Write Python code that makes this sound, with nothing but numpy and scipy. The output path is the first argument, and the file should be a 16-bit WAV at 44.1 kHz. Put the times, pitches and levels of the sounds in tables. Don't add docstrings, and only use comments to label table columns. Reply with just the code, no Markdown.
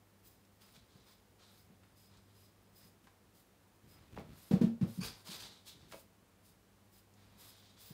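import sys
import numpy as np
from scipy import signal
from scipy.fft import rfft, irfft, next_fast_len
from scipy.io import wavfile

SR = 44100
rng = np.random.default_rng(int(sys.argv[2]) if len(sys.argv) > 2 else 0)


def wav_out(sig):
    wavfile.write(sys.argv[1], SR, np.round(np.clip(np.atleast_2d(sig).T, -1, 1) * 32767).astype(np.int16))


N = 349713
TIME = np.arange(N) / SR
FREQS = np.maximum(np.fft.rfftfreq(next_fast_len(N, True), 1 / SR), 1)

# (frequency [Hz], level [dB])
AIR_COLOUR = [(15, -19), (25, -40), (44, -2), (71, -8.5), (101, -4), (129, -11.5), (198, -5), (221, -9.5),
              (523, -13.5), (614, -16.5), (684, -16.5), (1110, -19), (5010, -30.5), (6210, -31),
              (15500, -34.5)]
# (frequency [Hz], level [dB])
HUM_PARTIALS = [(100, -75.5), (200, -82.5)]
# (time [s], level [dB])
HUM_SWELL = [(0, 3), (1, -3.5), (2.2, 6.5), (3.3, -3), (5, 6.5), (6.4, -3), (7.2, 6), (7.93, 5)]

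# (time [s], length [s], level [dB])
BEDDING_SHIFTS = [(0.646, 0.34, -74), (1.5, 0.99, -73), (3.8, 0.3, -63.5), (4.097, 0.1, -51.5),
                  (4.25, 0.07, -55.5), (4.966, 0.11, -52.5), (5.27, 0.24, -66), (5.723, 0.21, -64),
                  (7.15, 0.7, -74)]
# (frequency [Hz], level [dB])
BEDDING_COLOUR = [(40, 4), (70, 5.5), (130, 6), (220, 2.5), (420, -6), (800, -26), (2000, -20), (8000, -34)]
CLOTH_COLOUR = [(60, -3), (320, 3), (600, -4), (1000, -11.5), (2000, -16.5), (4000, -19), (8000, -29),
                (15000, -32)]
# (time [s], level [dB], pitch [Hz])
KNOCKS = [(0.451, -57.5, 4930), (1.834, -57, 1550), (2.172, -57, 5500), (3.042, -59, 2600),
          (3.071, -51, 1100), (4.166, -44, 700), (4.185, -39.5, 550), (4.203, -46, 545), (5.914, -48, 1700),
          (5.920, -42, 5400), (5.924, -39, 854), (5.935, -41.5, 570), (5.944, -44, 560),
          (7.139, -56.5, 6000)]
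# (time [s], level [dB])
RAP = (4.175, -36)
# (time [s], level [dB], pitch [Hz], cloth scuff [dB])
BUMPS = [(0.771, -60.5, 150, -89), (0.951, -56, 140, -74), (1.698, -61.5, 188, -74), (2.847, -64, 195, -83),
         (3.036, -69, 233, -99), (4.18, -51.5, 176, -62), (4.510, -25.5, 250, -42.5),
         (4.533, -20, 181, -57.5), (4.612, -21.5, 243, -44.5), (4.637, -22, 208, -71),
         (4.811, -30, 207, -51.5), (4.824, -25.5, 138.6, -61), (4.974, -45, 221, -72),
         (4.984, -35.5, 170, -78), (5.010, -41.5, 123, -82), (5.287, -50, 171, -72), (7.904, -49, 136, -67)]
# (frequency [Hz], level [dB], t60 [s])
BUMP_MODES = [(113, 4.5, 0.26), (154.8, -6, 0.42), (190.9, 10.5, 0.18), (227, 12.5, 0.125), (314, 1, 0.1),
              (366, 4.5, 0.072), (465, 5.5, 0.09), (552, -2, 0.11), (650, 3, .16), (765, 3, .16)]

# (time [s], level [dB])
SNAGS = [(0.608, -66.5), (0.752, -66), (5.267, -58), (5.305, -54), (5.402, -58), (5.675, -62)]
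# (time [s], attack [s], length [s], level [dB])
TANGLE = (5, 0.022, 0.032, -45)
# (frequency [Hz], width [Hz], level [dB])
HEAD_MODES = [(445, 36, 5), (1130, 360, 1.5), (1550, 77, 3), (2450, 300, 3), (3240, 240, -7),
              (4610, 310, 6.5), (6350, 120, -1), (8900, 270, -3), (10300, 99, -3)]
# (time [s], attack [s], length [s], swish [dB], rub [dB])
DRAGS = [(0.595, 0.02, 0.096, -74, -71), (0.73, 0.025, 0.032, -65.5, -67.5),
         (0.871, 0.035, 0.17, -74.5, -77), (1.05, 0.031, 0.06, -70.0, -70.5),
         (1.368, 0.056, 0.11, -69, -70), (1.47, 0.026, 0.111, -75, -77.0),
         (2.075, 0.037, 0.095, -75.5, -75), (2.263, 0.03, 0.206, -79, -86), (2.787, 0.037, 0.043, -76, -72),
         (3.873, 0.052, 0.51, -80, -72), (4.28, 0.055, 0.27, -75.5, -70), (4.847, 0.04, 0.17, -70, -69.5),
         (5.021, 0.027, 0.056, -51, -54), (5.111, 0.033, 0.098, -71, -69.5),
         (5.235, 0.047, 0.049, -55.5, -58.5), (5.29, 0.021, 0.071, -52.5, -57.5),
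         (5.383, 0.023, 0.082, -54.5, -60), (5.493, 0.035, 0.08, -66, -69.5),
         (5.638, 0.054, 0.056, -57.0, -70), (5.74, 0.04, 0.156, -74, -75),
         (7.135, 0.064, 0.255, -75.5, -72.5), (7.371, 0.047, 0.108, -66.5, -68),
         (7.494, 0.033, 0.22, -68.5, -73.5), (7.754, 0.026, 0.19, -66.5, -71.5)]
# (time [s], centre [Hz])
SWISH_CENTRE = [(0, 3920), (4.9, 4100), (5.06, 4830), (5.2, 4930), (5.33, 4370), (5.55, 3983), (5.72, 3704),
                (7.93, 3755)]
# (time [s], attack [s], length [s], level [dB], rod's lowest mode [dB], rod's top mode [dB])
STROKES = [(0.214, 0.055, 0.071, -68, -4, 8), (0.289, 0.03, 0.064, -76, 2.5, 9),
           (0.589, 0.028, 0.16, -73.5, 2, 1), (1.038, 0.04, 0.11, -75.5, 4, 4),
           (1.43, 0.13, 0.19, -72.5, -2, 0), (1.938, 0.048, 0.13, -71.5, 5, 1),
           (2.329, 0.04, 0.13, -72.5, 2, -3), (2.724, 0.048, 0.15, -69.5, 7, 1),
           (3.007, 0.04, 0.059, -78, -1, 2), (3.319, 0.05, 0.084, -72, -7, -1),
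           (3.859, 0.037, 0.093, -72, 2.5, 2), (4.309, 0.092, 0.2, -66, -3, 0),
           (4.838, 0.075, 0.15, -64.5, -5, -5), (5.022, 0.03, 0.042, -51, -5, -11),
           (5.133, 0.05, 0.07, -70, -3, -6), (5.233, 0.053, 0.12, -57.5, -5, -9),
           (5.367, 0.046, 0.041, -60, -3, -7), (5.641, 0.048, 0.048, -60, -7, 0),
           (5.862, 0.08, 0.14, -65, -6, -1), (6.412, 0.05, 0.083, -69.5, -6, -3),
           (6.897, 0.061, 0.091, -69.5, -2.5, -1), (7.362, 0.045, 0.14, -64, -5, 0),
           (7.546, 0.04, 0.045, -74, -3, 0), (7.768, 0.05, 0.14, -64, -5, 4)]
# (frequency [Hz], width [Hz], level [dB])
ROD_MODES = [(5045, 46, 19.5), (7860, 250, 2), (9100, 120, 10.5), (9750, 200, 6.5), (10620, 50, 6),
             (11490, 80, 12.5), (11830, 40, 11), (12850, 240, 6), (14730, 120, 14)]
# (frequency [Hz], level [dB])
SNAG_COLOUR = [(1000, -12), (2400, 3.5), (4500, 4), (7000, -4), (9500, -2), (15000, -15)]
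SWISH_COLOUR = [(1200, -15), (2700, -7.5), (3500, 3.5), (5000, 0), (5900, -5), (8000, -7.5), (11000, -16.5),
                (16000, -37)]
RUB_COLOUR = [(80, -4), (200, 0), (450, 2.5), (700, 2.5), (1100, 4.5), (1700, -0.5), (2500, -1),
              (4000, -12), (9000, -50)]
TINE_COLOUR = [(1000, -11), (2500, -5), (4000, 0.5), (5800, -3), (7000, -2), (9500, -2), (10800, -4.5),
               (12300, -2.5), (14000, -3.5), (16000, -2)]

DRAG_RELEASE_S, DRAG_SAG_DB_PER_S = 0.042, 10.5
DRAG_HISS_DB = -12.5
RESTING_DB = -81.5


def from_db(db):
    return 10 ** (np.asarray(db) / 20)


def rms_one(x):
    return x / np.sqrt(np.mean(x ** 2) + 1e-20)


def level(rows):
    return from_db(np.interp(TIME, *np.transpose(rows)))


def colour(x, points):
    hz, db = np.transpose(points)
    size = next_fast_len(N, True)
    gain = from_db(np.interp(np.log(FREQS), np.log(hz), db))
    return rms_one(irfft(rfft(x, size) * gain, size)[:N])


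def drift(rate_hz):
    size = next_fast_len(N, True)
    spectrum = rfft(rng.standard_normal(size)) / (1 + (FREQS / rate_hz) ** 2)
    return rms_one(irfft(spectrum, size)[:N])


def grains(per_s, spread_db):
    slips = (rng.random(N) < per_s / SR) * rng.standard_normal(N)
    return rms_one(slips * from_db(spread_db * rng.standard_normal(N)))


def resonate(x, hz, width_hz):
    radius = np.exp(-np.pi * width_hz / SR)
    feedback = [1, -2 * radius * np.cos(2 * np.pi * hz / SR), radius ** 2]
    return signal.lfilter(np.array([1, 0, -1]) * (1 - radius ** 2) / 2, feedback, x + 1e-18)


def add(track, start_s, sound):
    start = round(start_s * SR)
    track[start:start + len(sound)] += sound[:N - start]


def movements(rows, release_s, sag_db_per_s):
    power = np.zeros(N)
    for start, attack, length, db in rows:
        age = TIME[:int((length + 8 * release_s) * SR)]
        swell = np.sin(np.pi / 2 * np.minimum(age / attack, 1)) ** 2
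        fade = np.exp(-np.maximum(age - length, 0) / release_s)
        add(power, start, (from_db(db - sag_db_per_s * age) * swell * fade) ** 2)
    return np.sqrt(power)


def room(x, wet_db, t60_s=0.29, wall_hz=7000):
    t = TIME[:SR // 2]
    envelope = np.exp(-np.log(1000) * t / t60_s) * (1 - np.exp(-t / 0.003))
    tail = signal.lfilter(*signal.butter(1, wall_hz, fs=SR), envelope * rng.standard_normal(len(t)))
    return x + from_db(wet_db) * signal.fftconvolve(x, tail / np.linalg.norm(tail))[:N]


def room_tone(air_db=-68):
    hum = sum(np.sqrt(2) * from_db(db) * np.sin(2 * np.pi * (hz * TIME + rng.random()))
              for hz, db in HUM_PARTIALS)
    return from_db(air_db) * colour(rng.standard_normal(N), AIR_COLOUR) + hum * level(HUM_SWELL)


def bedding(attack_s=0.05):
    shifts = [(start, attack_s, length, db) for start, length, db in BEDDING_SHIFTS]
    shifting = movements(shifts, release_s=0.049, sag_db_per_s=3)
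    return shifting * colour(grains(per_s=900, spread_db=2), BEDDING_COLOUR)


def knocks(slide_s=0.0078, damping=0.65, grit_db=-17, crack_db=-17):
    out, t = np.zeros(N), TIME[:SR // 10]
    for start, db, hz in KNOCKS:
        contact = (t == 0) + from_db(grit_db) * rng.standard_normal(len(t)) * np.exp(-t / slide_s)
        crack = from_db(crack_db) * resonate(contact, hz=2000, width_hz=2000)
        softening = signal.butter(2, min(7 * hz, SR / 3), fs=SR)
        knock = signal.lfilter(*softening, resonate(contact, hz, damping * hz) + crack)
        add(out, start, from_db(db) * knock / np.abs(knock).max())
    return out


def rap(start_hz=2900, glide_s=0.000623, decay_s=0.0054):
    out, t = np.zeros(N), TIME[:SR // 20]
    start, db = RAP
    phase = 2 * np.pi * start_hz * glide_s * np.log1p(t / glide_s)
    envelope = (1 - np.exp(-t / glide_s)) * np.exp(-(t / decay_s) ** 2)
    add(out, start, from_db(db) * envelope * np.sin(phase))
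    return out


def bumps(push_db=-2.5, give_cycles=0.4, scuff_rise_s=0.0014, scuff_decay_s=0.04, cloth_db=3):
    pushes, scuffs, t = np.zeros(N), np.zeros(N), TIME[:SR // 2]
    scuff = (1 - np.exp(-t / scuff_rise_s)) * np.exp(-t / scuff_decay_s)
    for start, db, hz, scuff_db in BUMPS:
        age = hz * t / give_cycles
        swell = (age / 2) ** 2 * np.exp(2 - age)
        add(pushes, start, from_db(db + push_db) * swell * np.sin(2 * np.pi * hz * t))
        add(scuffs, start, from_db(scuff_db + cloth_db) * scuff)
    contact = pushes + scuffs * colour(rng.standard_normal(N), CLOTH_COLOUR)
    boom = sum(from_db(db) * resonate(contact, hz, np.log(1000) / (np.pi * t60))
               for hz, db, t60 in BUMP_MODES)
    return contact + boom


def snags(attack_s=0.0044, hold_s=0.012, release_s=0.016):
    bursts = movements([(start, attack_s, hold_s, db) for start, db in SNAGS], release_s, DRAG_SAG_DB_PER_S)
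    return bursts * colour(grains(per_s=7600, spread_db=4), SNAG_COLOUR)


def tangle(release_s=0.04):
    tearing = grains(per_s=4600, spread_db=2.5)
    head = sum(from_db(db) * resonate(tearing, hz, width) for hz, width, db in HEAD_MODES)
    return movements([TANGLE], release_s, DRAG_SAG_DB_PER_S) * rms_one(head)


def drag_levels():
    drag = movements([(*timing, db) for *timing, db, _ in DRAGS], DRAG_RELEASE_S, DRAG_SAG_DB_PER_S)
    pressure = movements([(*timing, db) for *timing, _, db in DRAGS], DRAG_RELEASE_S, DRAG_SAG_DB_PER_S)
    return drag, pressure


def fur(drag, pressure, swish_db=0.5, rub_db=-0.5, band_db=-6.5, band_spread_hz=380, linger_s=0.015):
    tufts = from_db(drift(rate_hz=42))
    phase = 2 * np.pi * np.cumsum(np.interp(TIME, *np.transpose(SWISH_CENTRE))) / SR
    band = rms_one(drift(band_spread_hz) * np.cos(phase) + drift(band_spread_hz) * np.sin(phase))
    pole = np.exp(-1 / (linger_s * SR))
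    settling = signal.lfilter([1 - pole], [1, -pole], drag)
    swish = from_db(swish_db) * drag * colour(grains(per_s=16000, spread_db=3), SWISH_COLOUR)
    rub = from_db(rub_db) * pressure * colour(grains(per_s=6000, spread_db=1), RUB_COLOUR)
    return tufts * (swish + from_db(band_db) * settling * band + rub)


def rod(stroke, bite_db=-74, buried_db=-62, gain_db=0.5, wander_db=2.1):
    drive = stroke / np.sqrt(1 + (stroke / from_db(buried_db)) ** 2 + (from_db(bite_db) / stroke) ** 2)
    plucks = drive * grains(per_s=14000, spread_db=4)
    lowest, *middle, top = [
        from_db(db + gain_db + wander_db * drift(rate_hz=3.1)) * resonate(plucks, hz, width)
        for hz, width, db in ROD_MODES]
    starts, _, lengths, _, lowest_dbs, top_dbs = np.transpose(STROKES)
    midpoints = starts + lengths / 2
    lowest_gain = from_db(np.interp(TIME, midpoints, lowest_dbs))
    top_gain = from_db(np.interp(TIME, midpoints, top_dbs))
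    return lowest * lowest_gain + sum(middle) + top * top_gain


def tines(drag, gain_db=1.26, flutter_db=0.87):
    skim = movements([row[:4] for row in STROKES], release_s=0.027, sag_db_per_s=6)
    stroke = np.sqrt(skim ** 2 + (from_db(DRAG_HISS_DB) * drag) ** 2 + from_db(RESTING_DB) ** 2)
    stroke *= from_db(flutter_db * drift(rate_hz=52))
    hiss = stroke * colour(grains(per_s=16000, spread_db=-1.5), TINE_COLOUR)
    return from_db(gain_db) * (hiss + rod(stroke))


def scene():
    drag, pressure = drag_levels()
    combing = room(tines(drag) + fur(drag, pressure) + tangle() + snags(), wet_db=-13)
    handling = room(bumps(), wet_db=-13) + room(knocks() + rap(), wet_db=-8.5) + bedding()
    return (combing + handling + room_tone())[None]


def record(dry, low_cut_hz=43, high_cut_hz=15660):
    low_cut = signal.butter(6, low_cut_hz, "high", fs=SR, output="sos")
    high_cut = signal.ellip(12, 0.1, 80, high_cut_hz, fs=SR, output="sos")
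    return signal.sosfilt(high_cut, signal.sosfilt(low_cut, dry))


dry = scene()
out = record(dry)
wav_out(out)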